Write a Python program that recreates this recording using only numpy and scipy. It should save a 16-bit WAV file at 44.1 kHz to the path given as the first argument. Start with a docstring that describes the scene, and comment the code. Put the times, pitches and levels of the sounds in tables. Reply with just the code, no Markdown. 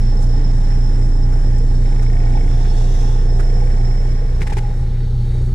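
"""A roller's heavy thudding and diesel drone run on, while the roar around them dissolves from near to far.
The drum thud and the six-cylinder firing tone are sums of cosines; the roar is coloured noise in octave bands.
Gear, pump and drive tones waver, and a turbo whistles: a smeared tone. Noise and single clanks ring a panel,
a loose part taps with the drum, and hissing air and ticks are filtered noise. Near the end a clatter right at
the microphone adds cracks, crackle, knocks and thumps."""
import sys
import numpy as np
from scipy import signal
from scipy.fft import rfft, irfft, next_fast_len
from scipy.io import wavfile
from scipy.ndimage import uniform_filter1d

SR = 44100
rng = np.random.default_rng(int(sys.argv[2]) if len(sys.argv) > 2 else 0)


def output_pcm(signal):
    """Save a mono or channel-first signal as 16-bit PCM at the path in sys.argv[1].

    Samples are clipped to [-1, 1] before scaling.
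    """
    pcm = np.clip(np.atleast_2d(signal).T, -1, 1) * 32767
    wavfile.write(sys.argv[1], SR, np.round(pcm).astype(np.int16))


N = 244314
T = np.arange(N) / SR  # time of each sample in seconds
SIZE = next_fast_len(N)  # length of the spectra

# Table levels are set before the waver, the near-far dissolve and the recorder.
# Speed of the drum's shaker. Each row: time in seconds, turns per second.
DRUM_SPEED = [(4.2, 29.0775), (4.45, 29.25)]
# Speed of the engine. Each row: time in seconds, four-stroke cycles per second.
ENGINE_SPEED = [(.8, 20.0775), (1, 20.04), (3.5, 20.025), (3.9, 20.04), (4.1, 20.1)]
DRUM_START, CYCLE_START = .2, -.075  # turns, cycles
# The soil pushes back unevenly. Each row: multiple of the shaker rate, sign, level against the thud
# in dB near, the same in dB far.
DRUM_OVERTONES = [(2, -1, -16, -24), (3, -1, -22.5, -15), (4, 1, -23, -29), (7, 1, -34, -34)]
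# Uneven cylinders. Each row: multiple of the cycle rate, level against the firing tone in dB near, in dB far.
CYLINDER_TONES = [(3, -40, -6), (7, -18, -19), (8, -21, -30), (9, -22, -27), (18, -26, -24)]
# Drum thud, cut when the microphone is jolted. Each row: time in seconds, level in dB.
THUD_LEVEL = [(3.7, -10), (4.38, -13.5), (4.45, -16)]
# Exhaust firing tone, weakest half-way through the dissolve. Each row: time in seconds, level in dB.
FIRING_LEVEL = [(1.2, -22), (2.2, -20.5), (3, -22.5), (3.8, -21.5), (4.35, -25.5), (5.2, -20)]
DISSOLVE_START_S, DISSOLVE_END_S = 3.78, 4.96

# Gear and pump tones. Each row: multiple of the cycle rate, level in dB, left minus right in dB,
# wavering in dB, left lead in radians.
PUMP_TONES = [(28.5, -56, -4, 2.5, 1.5), (54, -56, -1, 2.5, 2.2), (72, -63, -3, 2.5, 1.6),
              (90, -63, -2, 2.5, 1.6)]
# The same columns, but the first is a multiple of the shaker rate.
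SHAKER_TONES = [(21, -55.5, -10, 1.5, 1), (42, -61, -3, 2, 1.9), (56, -63, -2, 2, 1.5),
                (63, -63, -2, 2, 1.5)]
# Pump note that swells under load, then sags. Each row: start in seconds, end in seconds, starting level in dB.
PUMP_SWELLS = [(2.1, 3.05, -45), (3.25, 3.957, -46)]
PUMP_IDLE_DB, PUMP_ATTACK_S, PUMP_RELEASE_S, PUMP_SAG_DB_PER_S = -56, 0.037, 0.084, 4

# Drive hum that the drum chops into a comb of tones
HUM_HZ, HUM_PAN_DB, HUM_WANDER_TURNS = 373.0, -4, .1
# Place of each comb tone: shaker turns above or below the hum.
COMB_STEPS = [-6, -5, -4, -3, -2, 1, 2, 3, 4]
# Comb tones in the same order. Each row: level in dB at the middle of the echo band, left minus right in dB.
COMB_LEVELS = [(-45.5, -3), (-42, -1), (-43, -8.5), (-41, 0), (-43.5, 0.5), (-52, -3), (-48.5, -4),
               (-51, -9), (-49, -11.5)]
# The hum itself swells and sinks. Each row: time in seconds, level in dB.
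HUM_LEVEL = [(0, -45), (1, -53), (1.6, -45.5), (2.2, -48.5), (2.9, -38.5), (3.3, -39.5), (4, -43.5)]
# The ground echo favours a band that climbs as the machine nears
ECHO_START_HZ, ECHO_OCTAVES_PER_S, ECHO_WIDTH_OCTAVES = 199.4, 0.32, 0.52

# Turbo whistle. Each row: time in seconds, pitch in Hz before the wobble, level in dB before a 4.5 dB lift.
TURBO_WHISTLE = [(0, 5310, -53), (.25, 5298, -52), (.5, 5314, -51), (1.05, 5303, -52.5), (1.8, 5321, -54),
                 (2.2, 5311, -55), (2.5, 5336, -52.5), (3.05, 5314, -51.5), (3.25, 5322, -55),
                 (3.55, 5342, -52), (4.2, 5318, -54), (4.65, 5322, -61), (5.05, 5305, -69),
                 (5.5, 5300, -72)]
TURBO_STEADY, TURBO_WOBBLE_HZ = 1.3, 14  # steady part against the noisy part; pitch wobble

# Roar of soil, exhaust, fan and casing, low and high part. Each row: frequency in Hz, level in dB per Hz.
NEAR_LOW = [(12, -64.5), (30, -55), (45, -55.5), (68, -45), (100, -51), (160, -51.5), (220, -56.5),
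            (340, -65), (450, -60), (620, -71.5)]
NEAR_HIGH = [(1000, -74), (1400, -76.5), (1800, -74), (2250, -80.5), (2650, -86.5), (3400, -86),
             (4100, -89.5), (4800, -90), (6500, -87), (8000, -88), (10000, -94.5), (12000, -106),
             (15000, -116)]
FAR_LOW = [(12, -48), (30, -54), (45, -40.5), (65, -39.5), (100, -51.5), (135, -48), (165, -55),
           (220, -56.5), (300, -67), (420, -64.5), (700, -81)]
FAR_HIGH = [(1000, -85), (1400, -82.5), (1750, -83), (2100, -83.5), (2600, -90.5), (3300, -89.5),
            (4100, -88), (4800, -93.5), (6500, -94), (7700, -96.5), (8700, -96.5), (11000, -100),
            (13000, -106), (15000, -115)]
# Level moved from the lower to the upper octave of the near roar's growl
GROWL_START_DB, GROWL_DB_PER_S = -0.5, 0.36

# The two microphone ports, for the near roar, far roar, panel and hiss. Each row: frequency in Hz,
# likeness from 0 to 1 (taken as 1 for a single small source), left lead in radians, left minus right in dB.
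NEAR_PORTS = [(158, 0.96, 0.16, -2.5), (260, 0.82, -0.5, -4.5), (563, 0.85, 1.5, -5), (717, 0, -2.5, -16.5),
              (800, 0.94, 5.5, -6.5), (1130, 0.52, 3, -1.5), (1750, 0.76, 1.5, -1), (2510, 0.4, 2, 1.5),
              (4170, 0.76, -0.34, -5), (4500, 0.8, -0.5, -1), (4980, 1, 7, -7.5), (7400, 0, 1.5, -7.5),
              (10100, 0, 21, -2)]
FAR_PORTS = [(250, 1, 0.00025, 0), (15000, 1, 0.014, 0)]
PANEL_PORTS = [(830, 1, 2.25, -3)]
HISS_PORTS = [(2800, .7, 0, -2), (3500, .6, 0, -3), (6000, .4, 0, -10), (9000, .1, 0, -2),
              (12000, .1, 0, 2)]

# Two resonances of the panel. Each row: frequency in Hz, width in Hz, strength in dB.
PANEL_MODES = [(821, 89, 15), (855, 33, -8.5)]
# Clanks on the panel. Each row: time in seconds, level in dB before a 5 dB lift, length in seconds,
# upper resonance against the lower in dB.
CLANKS = [(1.553, -42, .027, -12), (2.26, -34, .0073, -12), (2.351, -31.5, .012, -12),
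          (2.371, -32, .01, -12), (2.611, -33, .006, -8), (2.811, -32, .005, -12), (3.035, -38, .036, -4),
          (3.158, -40, .012, -4), (3.616, -36, .01, -12), (4.055, -36, .0082, -12), (4.424, -38, .032, 0),
          (4.467, -37, .02, 0), (4.5, -37, .016, 0), (4.52, -24.5, .0076, -10), (4.569, -27, .012, 0),
          (4.585, -33, .034, -4), (4.635, -33, .036, -14), (4.683, -35.5, .016, -10),
          (4.711, -37.5, .024, -10), (4.825, -42, .02, -8)]
PANEL_NEAR_DB, PANEL_FAR_DB = -39.5, -44

# Two narrow bands of hiss from the machine come and go. Each row: time in seconds, lower dB, upper dB.
WHISPER_LEVELS = [(0.0, -64, -63), (0.43, -61, -60), (0.72, -66, -71), (0.98, -64, -72), (1.61, -68, -65),
                  (1.74, -57, -58), (2.07, -62, -67), (2.37, -62, -67), (2.7, -58, -53), (2.93, -54, -61),
                  (3.15, -60, -60), (3.38, -64, -65), (3.74, -67, -62), (4.14, -68, -68),
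                  (5.25, -56.5, -57), (5.5, -61, -58)]
# The two bands. Each row: frequency in Hz, width in Hz.
WHISPER_BANDS = [(3760, 360), (4430, 230)]

# Resonances of the air hiss. Each row: frequency in Hz, width in Hz, strength in dB.
HISS_BANDS = [(2850, 480, 11), (3450, 520, 15.5), (5850, 1200, 7.5), (8000, 3500, -10)]
HISS_START_S, HISS_TOP_S, HISS_END_S, HISS_DB, HISS_TILT_DB = 2.16, 3.01, 3.36, -45, 3.5
# Short ticks with a dull body and a puff of treble. Each row: middle in seconds, body level in dB,
# puff level in dB, half of the full length in seconds.
TICKS = [(0.231, -52, -46, 0.037), (0.792, -48, -65, 0.012), (1.332, -46, -53, 0.023),
         (1.587, -60, -47.5, 0.013), (2.032, -44.5, -48, 0.023), (2.516, -42, -63, 0.011),
         (2.657, -40, -65, 0.016), (3.404, -34.5, -44.5, 0.015)]
BODY_HZ, PUFF_HZ, PUFF_PAN_DB = 1400, 6800, -11.5

# A loose part taps once a drum turn in spells. 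Each row: start in seconds, end in seconds, level in dB,
# place in the turn, chatter after the tap from 0 to 1.
RATTLE_SPELLS = [(1.75, 2.42, -47.5, .2, .15), (3.35, 4.3, -46.5, -.03, .03)]
# Resonances of the loose part. Each row: frequency in Hz, width in Hz, strength in dB.
RATTLE_MODES = [(1550, 300, -5), (1850, 280, -2), (2150, 300, 0), (2900, 500, -17)]
RATTLE_IDLE_DB, RATTLE_RAMP_S = -75, 0.23
REBOUND_TURNS, REBOUND_DB, CHATTER_TURNS = .17, -4, .22

# Clatter at the microphone. Each row: time in seconds, crackle in dB, length in seconds, first crack in dB,
# thump in dB, knock in dB, treble trim in dB, left minus right in dB.
JOLTS = [(4.407, -36, 0.0088, -35, -43, -28, -5, -3), (4.418, -34.5, 0.019, -14, -11, -30, -4, 2.5),
         (4.466, -40, 0.0091, -42, -43, -34, -2, 4), (4.473, -34.5, 0.011, -22, -44, -47, -3, 1),
         (4.584, -34.5, 0.0097, -23, -46, -47, -7, 4), (4.497, -37.5, 0.018, -38, -46, -37, -6, -2),
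         (4.525, -33.5, 0.015, -25, -11, -28, -3, 1), (4.568, -34, 0.021, -26, -20, -22.5, 0, -2)]
# Resonances of the crackle, four body bands then two treble. Each row: frequency in Hz, width in Hz, dB.
CRACKLE_BANDS = [(502, 240, 1), (1140, 740, -3), (1790, 380, 6.5), (2180, 280, -8), (4550, 6600, -9.5),
                 (7200, 2300, -19)]
CLATTER_TAIL_DB, CLATTER_TAIL_S = -13, 0.023
KNOCK_HZ, KNOCK_S = 412, 0.011
THUMP_HZ, THUMP_S, THUMP_LATE_S = 100, .004, .003

TOP_HZ = 15050  # upper limit of the recorder


def undb(db):
    """Turns decibels into gain."""
    return 10 ** (np.asarray(db) / 20)


def curves(table):
    """Draws each column of a time table, one value a sample; ends are held."""
    s, *columns = np.transpose(table)
    return [np.interp(T, s, c) for c in columns]


def unit(x):
    """Scales a sound to an rms of 1."""
    return x / np.sqrt(np.mean(x ** 2))


def walk(rate):
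    """Drifts between random levels, rate of them a second, smoothed twice; the spread is near 1."""
    held = np.repeat(rng.standard_normal(int(N / SR * rate) + 3), 8)
    soft = uniform_filter1d(uniform_filter1d(held, size=8), size=8)
    return 1.31 * np.interp(T * rate * 8, np.arange(len(soft)), soft)


def spell(start, end, attack, release):
    """Rises from 0 at the start to 1, holds until the end, then falls."""
    return np.clip(np.minimum((T - start) / attack, 1 - (T - end) / release), 0, 1)


def ring(x, modes):
    """Sends a sound through side-by-side resonances (Hz, width Hz, dB)."""
    return sum(undb(db) * signal.lfilter(*signal.iirpeak(hz, hz / width, SR), x) for hz, width, db in modes)


def pan(x, db):
    """Makes left and right at a level difference."""
    return x * undb(np.array([[db], [-db]]) / 2)


def ports(left, other, table):
    """Spectra at both ports: the right one hears a part of the left, shifted, and a part of its own."""
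    hz, *columns = np.transpose(table)
    logf = np.log(np.maximum(np.fft.rfftfreq(SIZE, 1 / SR), 1))
    like, lead, db = (np.interp(logf, np.log(hz), c) for c in columns)
    if other is None:  # one small source: both ports hear only it
        like, other = 1, 0
    like = np.clip(like, 0, 1)
    right = like * np.exp(-1j * lead) * left + np.sqrt(1 - like ** 2) * other
    return np.array([left * undb(db / 2), right * undb(-db / 2)])


def roar(colour, table, throb, flicker_db, growl_db):
    """Coloured noise; octave bands flicker alone and those above the bass throb with the machine."""
    logf = np.log2(np.maximum(np.fft.rfftfreq(SIZE, 1 / SR), 1))
    hz, level_db = np.transpose(colour)
    gain = undb(np.interp(logf, np.log2(hz), level_db)) * np.sqrt(SR / 2)
    both = gain * ports(*rfft(rng.standard_normal((2, SIZE))), table)
    out = 0
    for octave in range(3, 15):  # band centres at 2 ** octave Hz
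        window = np.cos(np.pi / 2 * np.clip(logf - octave, -1, 1)) ** 2
        band = irfft(both * window, SIZE)[:, :N]
        tilt_db = {8: -growl_db, 9: growl_db}.get(octave, 0)
        depth_db = flicker_db * (1 if octave > 7 else .4)
        level = undb(depth_db * walk(12) + tilt_db)
        out = out + band * level * (throb if octave > 8 else 1)
    return out


def drone(drum, cycle, share):
    """Drum thud with its overtones and the exhaust firing tone with the cylinder orders."""
    thud = np.cos(2 * np.pi * drum)
    for order, sign, near_db, far_db in DRUM_OVERTONES:
        db = far_db + (near_db - far_db) * np.sqrt(share)
        thud = thud + sign * undb(db + 1.2 * walk(3.5)) * np.cos(2 * np.pi * order * drum)
    fire = np.cos(2 * np.pi * 6 * cycle)  # six firings a cycle
    for order, near_db, far_db in CYLINDER_TONES:
        db = far_db + (near_db - far_db) * share + 2.0 * walk(3.3)
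        turns = order * cycle + rng.random() + 0.04 * walk(6)
        fire = fire + undb(db) * np.cos(2 * np.pi * turns)
    thud_gain, fire_gain = undb(curves(THUD_LEVEL)[0]), undb(curves(FIRING_LEVEL)[0])
    return np.sqrt(2) * (thud_gain * thud + fire_gain * fire)


def tones(drum, cycle):
    """Gear, pump and drive parts hum at multiples of the engine and drum speeds, wavering in pitch and level."""
    rows = [(k * cycle, *rest) for k, *rest in PUMP_TONES]
    rows += [(k * drum, *rest) for k, *rest in SHAKER_TONES]
    for step, (db, pan_db) in zip(COMB_STEPS, COMB_LEVELS):
        turns = HUM_HZ * T + step * drum
        wander = HUM_WANDER_TURNS * walk(12)
        hz = np.gradient(turns) * SR
        off = np.log2(hz / ECHO_START_HZ) - ECHO_OCTAVES_PER_S * T  # octaves from the echo band
        echo_db = -6 * (off / ECHO_WIDTH_OCTAVES) ** 2
        rows.append((turns + wander, db + echo_db, pan_db, 3.5, 0))
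    rows.append((HUM_HZ * T, curves(HUM_LEVEL)[0], HUM_PAN_DB, 1.5, 0))
    pump = undb(PUMP_IDLE_DB)
    for start, end, db in PUMP_SWELLS:
        swell = spell(start, end, PUMP_ATTACK_S, PUMP_RELEASE_S)
        pump = pump + undb(db - PUMP_SAG_DB_PER_S * (T - start)) * swell
    rows.append((36 * cycle, 20 * np.log10(pump), -11, 1.5, 1.8))
    out = 0
    for turns, db, pan_db, waver_db, lead in rows:
        angle = 2 * np.pi * (turns + 0.077 * walk(5.14)) + np.array([[lead], [0]])
        tone = undb(db + waver_db * walk(7.02)) * np.cos(angle)
        out = out + pan(tone, pan_db)
    return np.sqrt(2) * out


def turbo():
    """A wobbling whistle with a noisy skirt, unrelated at the two ports."""
    hz, db = curves(TURBO_WHISTLE)
    slow = signal.lfilter(*signal.butter(1, 20, fs=SR), rng.standard_normal((2, 2, N)))
    wobble = TURBO_WOBBLE_HZ * np.array([walk(40), walk(40)])
    spin = np.exp(2j * np.pi * np.cumsum(hz + wobble, axis=1) / SR)
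    smear = (TURBO_STEADY + unit(slow[0]) + 1j * unit(slow[1])) * spin
    return pan(unit(smear.real) * undb(db + 4.5), -10.0)


def panel(share):
    """Shaking rings a panel and single clanks make it sing; near, the ports hear it out of step."""
    shake_db = PANEL_FAR_DB + (PANEL_NEAR_DB - PANEL_FAR_DB) * np.sqrt(share)
    shaking = rng.standard_normal(N) * undb(1.7 * walk(40))
    out = unit(ring(ring(shaking, PANEL_MODES), PANEL_MODES)) * undb(shake_db)
    t = T[:SR // 10]
    lower, upper = (np.sin(2 * np.pi * hz * t) for hz, _, _ in PANEL_MODES)
    for s, db, length, upper_db in CLANKS:
        song = unit(lower + undb(upper_db) * upper)
        shape = np.minimum(t / 0.001, 1) / (1 + (t / length) ** 4)
        first = int(s * SR)
        out[first:first + len(t)] += undb(db + 5.0) * shape * song
    near = irfft(ports(rfft(out, SIZE), None, PANEL_PORTS), SIZE)[:, :N]
    return share * near + (1 - share) * out / 2


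def whisper(share):
    """Noise in two narrow bands; partly unlike at the ports near the machine, alike further off."""
    out = 0
    for (hz, width), db in zip(WHISPER_BANDS, curves(WHISPER_LEVELS)):
        band, noise = [(hz, width, 0)], rng.standard_normal((3, N))
        mixed = noise[0] + 0.49 * share * noise[1:]  # shared noise plus some of each port's own
        out = out + unit(ring(ring(mixed, band), band)) * undb(db + 1.5 * walk(15))
    return out


def air():
    """Air noise through resonances: a long hiss that brightens as it swells, and short ticks."""
    swell = spell(HISS_START_S, HISS_TOP_S, HISS_TOP_S - HISS_START_S, HISS_END_S - HISS_TOP_S)
    tilt_db = HISS_TILT_DB * swell ** 4
    noise = rng.standard_normal((2, N)) * undb(.8 * walk(30))
    lower = sum(ring(ring(noise, [(hz, width, 0)]), [(hz, width, db)]) for hz, width, db in HISS_BANDS[:2])
    upper = ring(noise, HISS_BANDS[2:])
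    hiss = lower * undb(-tilt_db) + upper * undb(tilt_db)
    hiss = signal.lfilter(*signal.butter(2, 12500, fs=SR), hiss)
    out = irfft(ports(*rfft(hiss * swell * undb(HISS_DB), SIZE), HISS_PORTS), SIZE)[:, :N]
    for s, body_db, puff_db, length in TICKS:
        at = slice(int((s - length) * SR), int((s + length) * SR))
        shape = np.hanning(len(T[at]))
        for hz, db in (BODY_HZ, body_db), (PUFF_HZ, puff_db):
            band = [(hz, .8 * hz, 0)]
            burst = ring(ring(rng.standard_normal((2, SR // 10)), band), band)[:, :len(shape)]
            out[:, at] += pan(unit(burst) * shape * undb(db), PUFF_PAN_DB)
    return out


def rattle(drum):
    """One tap a drum turn, a rebound and a fading chatter; each turn has its own strength."""
    gain = undb(RATTLE_IDLE_DB)
    for start, end, db, *_ in RATTLE_SPELLS:
        gain = gain + undb(db) * spell(start, end, RATTLE_RAMP_S, RATTLE_RAMP_S)
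    # place and chatter glide between the two spells
    between = [RATTLE_SPELLS[0][1], RATTLE_SPELLS[1][0]]
    place, chatter = (np.interp(T, between, c) for c in np.transpose(RATTLE_SPELLS)[3:])
    turn = drum - place + 1
    strength = undb(1.5 * rng.standard_normal((N // 1000, 2)))[turn.astype(int)].T
    tap = strength[0] * np.diff(turn // 1, prepend=1)
    rebound = undb(REBOUND_DB) * strength[1] * np.diff((turn - REBOUND_TURNS) // 1, prepend=1)
    fade = np.exp(-(turn % 1) / CHATTER_TURNS)
    blow = tap + rebound + chatter * strength[0] * fade * rng.standard_normal(N)
    taps = sum(ring(ring(blow, [(hz, width, 0)]), [(hz, width, db)]) for hz, width, db in RATTLE_MODES)
    return irfft(ports(rfft(unit(taps) * gain, SIZE), None, NEAR_PORTS), SIZE)[:, :N]


def clatter():
    """Each jolt: a crack, crackle that drops to a short tail, a hollow knock and a dull thump."""
    out, t = np.zeros((2, N)), T[:SR // 10]
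    for s, db, length, crack_db, thump_db, knock_db, treble_db, pan_db in JOLTS:
        grit = rng.standard_normal((3, len(t))) * undb(2.5 * rng.exponential(size=len(t)))
        dull = signal.lfilter(*signal.butter(4, 10500, fs=SR), grit[0] + 1.46 * grit[1:])
        body = ring(dull, CRACKLE_BANDS[:4])
        treble = ring(dull, CRACKLE_BANDS[4:]) * undb(treble_db)
        hold = 1 / (1 + (t / length) ** 7.3)
        tail = undb(CLATTER_TAIL_DB) * np.exp(-t / CLATTER_TAIL_S)
        crackle = ((body + treble) * hold + body * tail) / np.std(body + treble)
        crackle = crackle * np.minimum(t / 0.0013, 1)
        crack = np.exp(-t / 0.00091) * np.sin(2 * np.pi * 2200 * t)
        knock = np.exp(-t / KNOCK_S) * np.sin(2 * np.pi * KNOCK_HZ * t)
        thump_shape = t / THUMP_S * np.exp(1 - t / THUMP_S)
        thump = thump_shape * np.sin(2 * np.pi * THUMP_HZ * (t - THUMP_LATE_S))
        sides = pan(undb(db) * crackle + undb(crack_db) * crack, pan_db)
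        middle = undb(thump_db) * thump + undb(knock_db) * knock
        first = int(s * SR)
        out[:, first:first + len(t)] += sides + middle
    return out


def scene():
    """Near and far spot dissolve at equal power; the drone carries through both."""
    drum = DRUM_START + np.cumsum(curves(DRUM_SPEED)[0]) / SR
    cycle = CYCLE_START + np.cumsum(curves(ENGINE_SPEED)[0]) / SR
    share = np.interp(T, [DISSOLVE_START_S, DISSOLVE_END_S], [1, 0])  # 1 near, 0 far
    throb = 1 + 0.083 * np.cos(2 * np.pi * drum) + 0.064 * np.cos(2 * np.pi * 6 * cycle)
    growl_db = GROWL_START_DB + GROWL_DB_PER_S * T
    near = roar(NEAR_LOW + NEAR_HIGH, NEAR_PORTS, throb, 1.25, growl_db) + tones(drum, cycle)
    far = roar(FAR_LOW + FAR_HIGH, FAR_PORTS, throb, 1.84, 1.0)
    bass = drone(drum, cycle, share) * undb(np.array([[-.75], [.75]]) * share)  # near, it leans right
    parts = turbo() + panel(share) + whisper(share) + air() + np.sqrt(share) * rattle(drum) + clatter()
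    return np.sqrt(share) * near + np.sqrt(1 - share) * far + bass + parts


def record(dry):
    """The recorder rounds the loudest peaks and cuts the top."""
    rounded = np.tanh(0.8 * dry) / 0.88
    return signal.sosfilt(signal.ellip(8, .2, 70, TOP_HZ, fs=SR, output="sos"), rounded)


dry = scene()
out = record(dry)
output_pcm(out)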